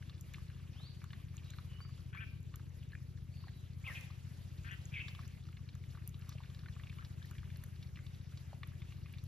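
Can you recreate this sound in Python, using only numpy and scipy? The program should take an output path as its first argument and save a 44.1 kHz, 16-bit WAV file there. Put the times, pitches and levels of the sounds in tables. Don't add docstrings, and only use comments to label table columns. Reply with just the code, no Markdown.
import sys
import numpy as np
from scipy import signal
from scipy.fft import rfft, irfft, next_fast_len
from scipy.io import wavfile

SR = 44100
rng = np.random.default_rng(int(sys.argv[2]) if len(sys.argv) > 2 else 0)


def file_out(sig):
    cols = np.atleast_2d(sig).T
    lim = np.clip(cols, -1, 1)
    pcm = np.round(lim * 32767).astype(np.int16)
    wavfile.write(sys.argv[1], SR, pcm)


N = 408807

# start_s, length_s, pulse_rate_per_s, high_from_hz, high_to_hz, high_level_db,
# clear_share (0-1), low_throat_hz, low_level_db; levels before the gains of the two ports
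SYLLABLES = [ (2.127, 0.063, 186, 2440, 2380, -62, 0.2, 1570, -60),
             (2.17, 0.043, 120, 2196, 2444, -53, 0.95, 1500, -65),
             (2.202, 0.048, 216, 2870, 2340, -57.5, 0.2, 1570, -56.5),
             (3.84, 0.044, 300, 2177, 2750, -54, 0.64, 1100, -72),
             (3.863, 0.039, 250, 2692, 2042, -49.5, 0.62, 1060, -61),
             (3.895, 0.039, 310, 2003, 1763, -51.5, 0.84, 1130, -75),
             (3.92, 0.02, 280, 1780, 2010, -65, 0.5, 1090, -77),
             (3.947, 0.044, 262, 2610, 2475, -50, 0.36, 1820, -67),
             (4.643, 0.055, 220, 2350, 2460, -63.5, 0, 1630, -59),
             (4.682, 0.032, 240, 2325, 2550, -55.5, 0.7, 1500, -63),
             (4.706, 0.049, 185, 2940, 2740, -60, 0.16, 1740, -54),
             (4.917, 0.08, 195, 2310, 2990, -60.5, 0.35, 1750, -68),
             (4.936, 0.058, 223, 2603, 2206, -44.5, 0.63, 1750, -85),
             (4.989, 0.04, 210, 2170, 2645, -46, 0.48, 1780, -66)]
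SYLLABLE_ATTACK_S, SYLLABLE_RELEASE_S = 0.0039, 0.014
GLIDE_SHARE = .75
PULSE_ARCH = .04
THROAT_WIDTH_HZ, HOARSE = 560, .42
BILL_HZ, BILL_DB = 3200, -7

# start_s, level_db, pitch_hz
DABBLES = [(0.024, -55, 1660), (0.0958, -56.5, 3480), (0.3384, -55, 2560), (0.3425, -48.5, 2110),
           (0.383, -55, 1130), (0.5, -58.5, 1640), (0.803, -55, 700), (1.017, -54, 1344),
           (1.0408, -52, 1150), (1.105, -58, 2900), (1.1316, -49.5, 1590), (1.284, -64, 2100),
           (1.342, -57.5, 1160), (1.378, -55, 2690), (1.501, -56.5, 3115), (1.5358, -53, 1590),
           (1.5849, -46.5, 1185), (1.804, -51, 1120), (1.8502, -55, 1130), (2.148, -47.5, 1130),
           (2.5398, -51, 1190), (2.596, -54.5, 1140), (2.829, -61, 2440), (2.92, -59.5, 1650),
           (3.439, -54.5, 1070), (3.472, -51.5, 770), (3.482, -53, 1700), (3.897, -46, 1140),
           (4.102, -52, 1050), (5.0824, -49.5, 3600), (5.1488, -51.5, 2860), (5.1909, -46, 1080),
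           (5.5268, -61, 2180), (5.5695, -56, 2100), (5.689, -58, 3270), (5.752, -57, 1310),
           (5.8383, -62.5, 1730), (5.949, -50.5, 1180), (5.9734, -51.5, 1150), (6.02, -61, 1730),
           (6.143, -59.5, 3050), (6.22, -62, 2400), (6.292, -56.5, 3750), (6.381, -57, 2310),
           (6.352, -53, 590), (6.404, -50.5, 900), (6.435, -54, 1700), (6.547, -61, 3800),
           (6.5915, -61.5, 3900), (6.6344, -56, 1050), (6.6595, -52, 1500), (6.6844, -53, 1600),
           (6.764, -55, 1150), (6.797, -56, 1940), (6.835, -56, 2230), (6.8698, -56, 2270),
           (6.896, -52.5, 2270), (6.927, -60, 1850), (6.966, -64, 1240), (6.985, -58, 2340),
           (7.025, -53, 1170), (7.0485, -54.5, 3800), (7.2262, -58, 3260), (7.311, -52, 1240),
           (7.3508, -58, 1700), (7.382, -56, 2820), (7.43, -57, 1200), (7.5018, -58, 1720),
           (7.5587, -61.5, 4000), (7.6362, -56, 1600), (7.76, -65, 3600), (7.8268, -54, 3820),
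           (7.9578, -55.5, 2340), (7.971, -54.5, 1670), (7.99, -54.5, 1590), (8.0648, -57.5, 3450),
           (8.1468, -60, 3400), (8.3737, -54.5, 3940), (8.53, -45, 700), (8.632, -46.5, 1950),
           (8.8186, -56, 2060), (8.9226, -58.5, 2370), (9.059, -56, 2140), (9.137, -57.5, 2260),
           (9.184, -58.5, 3720)]
BUBBLE_T60_S, FULL_SPLASH_HZ = 0.021, 2000
SNAP = .2
CLATTER_HZ = [1150, 1720, 2350, 2850, 3550, 4150]
CLATTER_DB = -3
# time_s, small_smacks_per_s (before flurries), air_lift_db (hiss above 450 Hz)
FEEDING = [(0, 61, 4), (1.7, 53, 5.5), (2.0, 16, 3.5), (2.8, 7.9, 3), (3.8, 29, 4), (3.92, 62, 13.5),
           (4.3, 31, 6), (5.0, 60, 8), (5.6, 93, 3.5), (6.9, 130, 6.5), (8.1, 40, 5), (9.27, 35, 4)]
PATTER_DB = -71

# start_s, peak_db, upper_ring_share (0-1)
TICKS = [(0.2103, -42, 0.47), (0.3372, -45, 0.3), (1.042, -48, 0.27), (1.3686, -42.5, 0.15),
         (1.505, -45.5, 0.26), (2.5583, -40, 0.7), (3.8791, -52, .9), (4.0103, -45, 0.25),
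         (4.6359, -54, 0.1), (4.7152, -50, 0.22), (4.8551, -43.5, 0.07), (5.2783, -48, 0.4),
         (5.7523, -49, 0.2), (6.0761, -31.5, 1), (6.093, -47, 0.6), (6.1937, -54, 0.9), (6.293, -40, 0.2),
         (7.2564, -53, 1), (7.3109, -46, 0.4), (7.5716, -48, 0.9), (7.6387, -40.5, 0.94),
         (8.674, -48.5, .97), (9.1272, -51, .95), (9.2393, -48, 0.88)]
# pitch_hz, width_hz (of each of two passes)
TICK_RINGS = [(6800, 1480), (11700, 4100)]
FAINT_TICKS_PER_S, FAINT_TICK_DB = 3, -64

# start_s, length_s, from_hz, to_hz, level_db (before the wobble), alike_share (0-1, both ports)
GURGLES = [(2.929, 0.031, 1706, 1720, -63, 0.9), (2.944, 0.038, 2340, 2450, -70, 0.97),
           (6.979, 0.065, 940, 1870, -69, 0.15), (7.176, 0.11, 1210, 1950, -68.5, 0.27)]

# time_s, firings_per_s
ENGINE = [(0.0, 14.565), (1.03, 14.675), (2.06, 14.616), (3.09, 14.62), (4.12, 14.678), (5.15, 14.679),
          (6.18, 14.696), (7.21, 14.622), (8.24, 14.591), (9.27, 14.506)]
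# pitch_hz, width_hz (of each of two passes)
EXHAUST = [(87, 52), (80, 200)]
# delay_s, left_gain, right_gain
PATHS = [(0, 1.0, .665), (.010, -.446, -.356), (.0272, -.538, -.396), (.0369, .229, .161)]
FIRST_FIRING_S = .006
ENGINE_DB = -46.5
FIRING_SPREAD_DB, FIRING_WAVER = 1.1, .003
TRAP_HZ, TRAP_WIDTH_HZ = 242, 45

# start_s, length_s, from_hz, to_hz, arch_hz, loudest_at (0-1 of the length),
# level_db (rms at the loudest, before flutter), hoarseness, echo_db (send to the banks beside the direct sound)
WHISTLES = [(.732, .155, 2350, 4850, 0, .85, -63, .01, 8), (1.44, .14, 3650, 4400, 0, .4, -72, .7, 8),
            (1.685, .12, 3050, 2950, -60, .4, -69, .7, 7), (1.806, .036, 4400, 4690, 120, .5, -61, .03, 6),
            (3.31, .17, 4450, 4500, 0, .45, -72, 1.5, 11), (3.51, .13, 3930, 3930, 0, .8, -73, .02, -3)]
WHISTLE_SWELL_DB = 10
WHISTLE_BEND = .82
BANK_T60_S, BANK_DB, BANK_DELAY_S = .55, -10.5, .02

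# pitch_hz, density_db_per_hz (before the lift of FEEDING and the wavering)
AIR = [(36, -106), (54, -74.5), (100, -79), (160, -80), (240, -92.5), (330, -93.5), (450, -103),
       (750, -112), (1300, -111), (2500, -110), (4500, -115), (6500, -117), (9200, -121), (11800, -118),
       (13300, -127), (15000, -150)]
# pitch_hz, likeness
LIKENESS = [(60, 0.77), (300, 0.33), (700, 0.18), (1500, 0.072), (2800, 1), (5600, 0.11), (8500, 0.9),
            (12000, 1)]
PATCHY_DB = 2.3

# pitch_hz, left_lead_rad
PORT_LEAD = [(60, -.25), (260, -.6), (1000, 0), (4000, .8), (5200, .9), (5900, -1.2), (8500, -3.1),
             (12000, -5.2), (15000, -6.3)]
CUTOFF_HZ = 15900


def amp(db):
    return 10 ** (np.asarray(db) / 20)


def rms_one(x):
    return x / np.sqrt(np.mean(x ** 2) + 1e-20)


def columns(rows, t):
    s, *rest = np.transpose(rows)
    return [np.interp(t, s, c) for c in rest]


def at_hz(points, hz):
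    table_hz, value = np.array(points).T
    return np.interp(np.log(hz), np.log(table_hz), value)


def drift(rate):
    r = np.exp(-80 * np.pi * rate / SR)
    slow = signal.lfilter([1], [1, -2 * r, r * r], rng.standard_normal(N // 40 + 2002))[2000:]
    return np.interp(np.arange(N) / 40, np.arange(len(slow)), rms_one(slow))


def resonance(x, hz, width_hz):
    r = np.exp(-np.pi * width_hz / SR)
    top = np.array([1, 0, -1]) * (1 - r * r) / 2
    return signal.lfilter(top, [1, -2 * r * np.cos(2 * np.pi * hz / SR), r * r], x + 1e-18)


def resonance_twice(x, hz, width_hz):
    return resonance(resonance(x, hz, width_hz), hz, width_hz)


def add(out, s, sound):
    i = int(s * SR)
    out[..., i:i + sound.shape[-1]] += sound[..., :N - i]


def throat(turns, rate, hz, rasp):
    k = np.arange(3, 19)[:, None]
    weight = 1 / (1 + (2 * (k * rate - hz) / THROAT_WIDTH_HZ) ** 2) ** 1.3
    voiced = (1 + HOARSE * rasp) * np.cos(2 * np.pi * k * turns + HOARSE * rasp[::-1])
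    return np.sqrt(2) * (weight * voiced).sum(0) / np.sqrt((weight ** 2).sum(0))


def croaks():
    low, high, waver, flutter = np.zeros(N), np.zeros(N), drift(25), drift(90)
    for s, length, rate, from_hz, to_hz, high_db, clear, low_hz, low_db in SYLLABLES:
        t = np.arange(0, length, 1 / SR)
        i = int(s * SR) + np.arange(len(t))
        rasp = flutter[(i + 9000 * np.arange(16)[:, None]) % N]
        pulse_rate = rate * (1 + PULSE_ARCH * np.sin(np.pi * t / length) + .015 * waver[i])
        turns = np.cumsum(pulse_rate) / SR
        edge = np.clip(np.minimum(t / SYLLABLE_ATTACK_S, (length - t) / SYLLABLE_RELEASE_S), 0, 1)
        glide = np.sin(np.pi * np.minimum(t / length / GLIDE_SHARE, 1) / 2)
        hz = from_hz + (to_hz - from_hz) * glide
        clear = np.clip(clear, 0, 1)
        bill = amp(BILL_DB) * (1 - clear) * throat(turns, rate, BILL_HZ, rasp)
        buzz = throat(turns, rate, hz, rasp) + bill
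        tone_phase = 2 * np.pi * np.cumsum(hz) / SR + HOARSE * rasp[1]
        tone = np.sqrt(2) * amp(2 * rasp[0]) * np.sin(tone_phase)
        add(low, s, edge * amp(low_db) * throat(turns, rate, low_hz, rasp))
        add(high, s, edge * amp(high_db) * (np.sqrt(1 - clear) * buzz + np.sqrt(clear) * tone))
    return low * [[2.0], [-.45]] + high * amp([[1], [-1]])


def smack(hz, noise, wet):
    t = np.arange(len(noise)) / SR
    fade = (1 - np.exp(-t / 0.0004)) * amp(-60 * t / BUBBLE_T60_S)
    clatter = noise[:len(CLATTER_HZ)] @ np.sin(2 * np.pi * np.outer(CLATTER_HZ, t))
    bubble = np.sin(2 * np.pi * hz * t * (1 + 0.4 * t))
    ring = fade * (bubble + wet * amp(CLATTER_DB) * clatter)
    splash = rms_one(resonance_twice(noise, 1.1 * hz, hz / 2)) * amp(-60 * t / 0.045)
    snap = SNAP * np.diff(noise, prepend=0) * amp(-60 * t / 0.0008)
    return ring + np.sqrt(wet) * splash + wet * snap


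def dabbles():
    out = np.zeros(N)
    for (s, level_db, hz), noise in zip(DABBLES, rng.standard_normal((len(DABBLES), 2000))):
        wet = min(hz / FULL_SPLASH_HZ, 1) ** 2
        add(out, s, smack(hz, noise, wet) * amp(level_db))
    return out


def patter(per_s):
    out = np.zeros(N)
    born = np.flatnonzero(rng.random(N) < per_s * amp(7 * drift(4)) / SR)
    size, ring_hz = rng.exponential(1, N), rng.choice(CLATTER_HZ, N)
    noise = rng.standard_normal(N + 900)
    for i in born:
        hz = ring_hz[i] * (1 + .04 * noise[i])
        level_db = PATTER_DB + 3.5 * min(size[i], 2.5)
        add(out, i / SR, smack(hz, noise[i:i + 900], wet=.3) * amp(level_db))
    return out


def ticks():
    out, t = np.zeros(N), np.arange(3000) / SR
    when, size, share = rng.random((3, N))
    born = np.flatnonzero(when < FAINT_TICKS_PER_S / SR)
    faint = [(i / SR, FAINT_TICK_DB + 5 * size[i], share[i]) for i in born]
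    noise = rng.standard_normal(N + len(t))
    spray_fade = amp(-60 * t / .008) + .05 * amp(-60 * t / .12)
    for s, peak_db, upper in list(TICKS) + faint:
        crack = 4 * (t == 0) + noise[int(s * SR):][:len(t)] * spray_fade
        upper = np.clip(upper, 0, .97)
        low_ring, high_ring = [resonance_twice(crack, *ring) for ring in TICK_RINGS]
        tick = np.sqrt(1 - upper ** 2) * low_ring + upper * high_ring
        add(out, s, amp(peak_db) * tick / np.abs(tick).max())
    return out


def gurgles():
    out, wobble = np.zeros((2, N)), drift(126)
    for s, length, from_hz, to_hz, level_db, alike in GURGLES:
        u = np.arange(0, 1, 1 / (length * SR))
        hz = from_hz + (to_hz - from_hz) * np.sin(np.pi * u / 2)
        strength = amp(level_db + 9.1 * wobble[int(s * SR):][:len(u)]) * np.sin(np.pi * u)
        tone = strength * np.sin(2 * np.pi * np.cumsum(hz) / SR)
        add(out, s, np.sqrt(2) * tone * [[1], [2 * alike - 1]])
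    return out


def engine():
    lead = SR // 4
    t = np.arange(-lead, N) / SR
    turns = np.cumsum(columns(ENGINE, t)[0]) / SR
    waver = FIRING_WAVER * np.resize(drift(4), len(t))
    turns = np.floor(turns - np.interp(FIRST_FIRING_S, t, turns) + waver)
    fired = np.diff(np.maximum.accumulate(turns), prepend=turns[0])
    x = -fired * amp(FIRING_SPREAD_DB * rng.standard_normal(len(t)))
    for hz, width_hz in EXHAUST:
        x = resonance_twice(x, hz, width_hz)
    x = amp(ENGINE_DB) * rms_one(x - resonance(x, TRAP_HZ, TRAP_WIDTH_HZ))
    return sum(np.outer(gains, np.interp(t - lag, t, x)[lead:]) for lag, *gains in PATHS)


def whistles():
    out, waver, flutter = np.zeros((2, N)), drift(300), drift(60)
    for s, length, from_hz, to_hz, arch_hz, top, level_db, hoarse, echo_db in WHISTLES:
        u = np.arange(0, 1, 1 / (length * SR))
        i = int(s * SR) + np.arange(len(u))
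        from_top = np.where(u < top, 1 - u / top, (u - top) / (1 - top))
        swell_db = -WHISTLE_SWELL_DB * max(hoarse, 1) * from_top ** 2
        flutter_db = 2.5 * min(hoarse, 1) * flutter[i]
        hz = from_hz + (to_hz - from_hz) * u ** WHISTLE_BEND + arch_hz * np.sin(np.pi * u)
        turns = np.cumsum(hz * (1 + .04 * hoarse * waver[i])) / SR
        tone = amp(level_db + swell_db + flutter_db) * np.sin(2 * np.pi * turns)
        add(out, s, np.sqrt(2) * tone * amp([[0], [echo_db]]))
    return out


def banks(x):
    t = np.arange(SR // 2) / SR
    tail = rng.standard_normal((2, len(t))) * amp(-60 * t / BANK_T60_S) * (t > BANK_DELAY_S)
    tail = signal.lfilter([.4], [1, -.6], tail)
    tail /= np.sqrt((tail ** 2).sum(1, keepdims=True))
    return amp(BANK_DB) * signal.fftconvolve(x[None], tail, axes=1)[:, :N]


def air(lift_db):
    out, together = 0, drift(6)
    edges = 30 * 2 ** np.arange(0, 9.2, 1 / 3)
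    white = rng.standard_normal((2, 2, N))
    for k, (low, high) in enumerate(zip(edges, edges[1:])):
        band = signal.butter(2, [low, high], "band", fs=SR, output="sos")
        mid, side = signal.sosfilt(band, white[k % 2])
        hz = np.sqrt(low * high)
        alike = np.clip(at_hz(LIKENESS, hz), -1, 1)
        gain = amp(at_hz(AIR, hz) + (hz > 450) * (lift_db + together) + PATCHY_DB * drift(19.6))
        lean = amp([[1.2], [-1.2]] * np.array(hz < 450))
        stereo = np.sqrt(1 + alike) * mid + np.sqrt(1 - alike) * side * [[1], [-1]]
        out = out + gain * lean * stereo
    return out * np.sqrt(SR / 4)


def scene():
    per_s, lift_db = columns(FEEDING, np.arange(N) / SR)
    voices, water = croaks(), dabbles() + patter(per_s)
    birds, bird_echo = whistles()
    to_banks = amp(2) * voices[1] + bird_echo + amp(-7) * water
    ducks = voices + water + ticks() + gurgles()
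    return ducks + engine() + birds + banks(to_banks) + air(lift_db)


def record(dry):
    size = next_fast_len(N + SR // 4)
    hz = np.maximum(np.arange(size // 2 + 1) * SR / size, 1)
    lead = at_hz(PORT_LEAD, hz)
    right = irfft(rfft(dry[1], size) * np.exp(-1j * lead), size)[:N]
    top_cut = signal.cheby2(12, 70, CUTOFF_HZ, fs=SR, output="sos")
    return signal.sosfilt(top_cut, np.array([dry[0], right]))


dry = scene()
out = record(dry)
file_out(out)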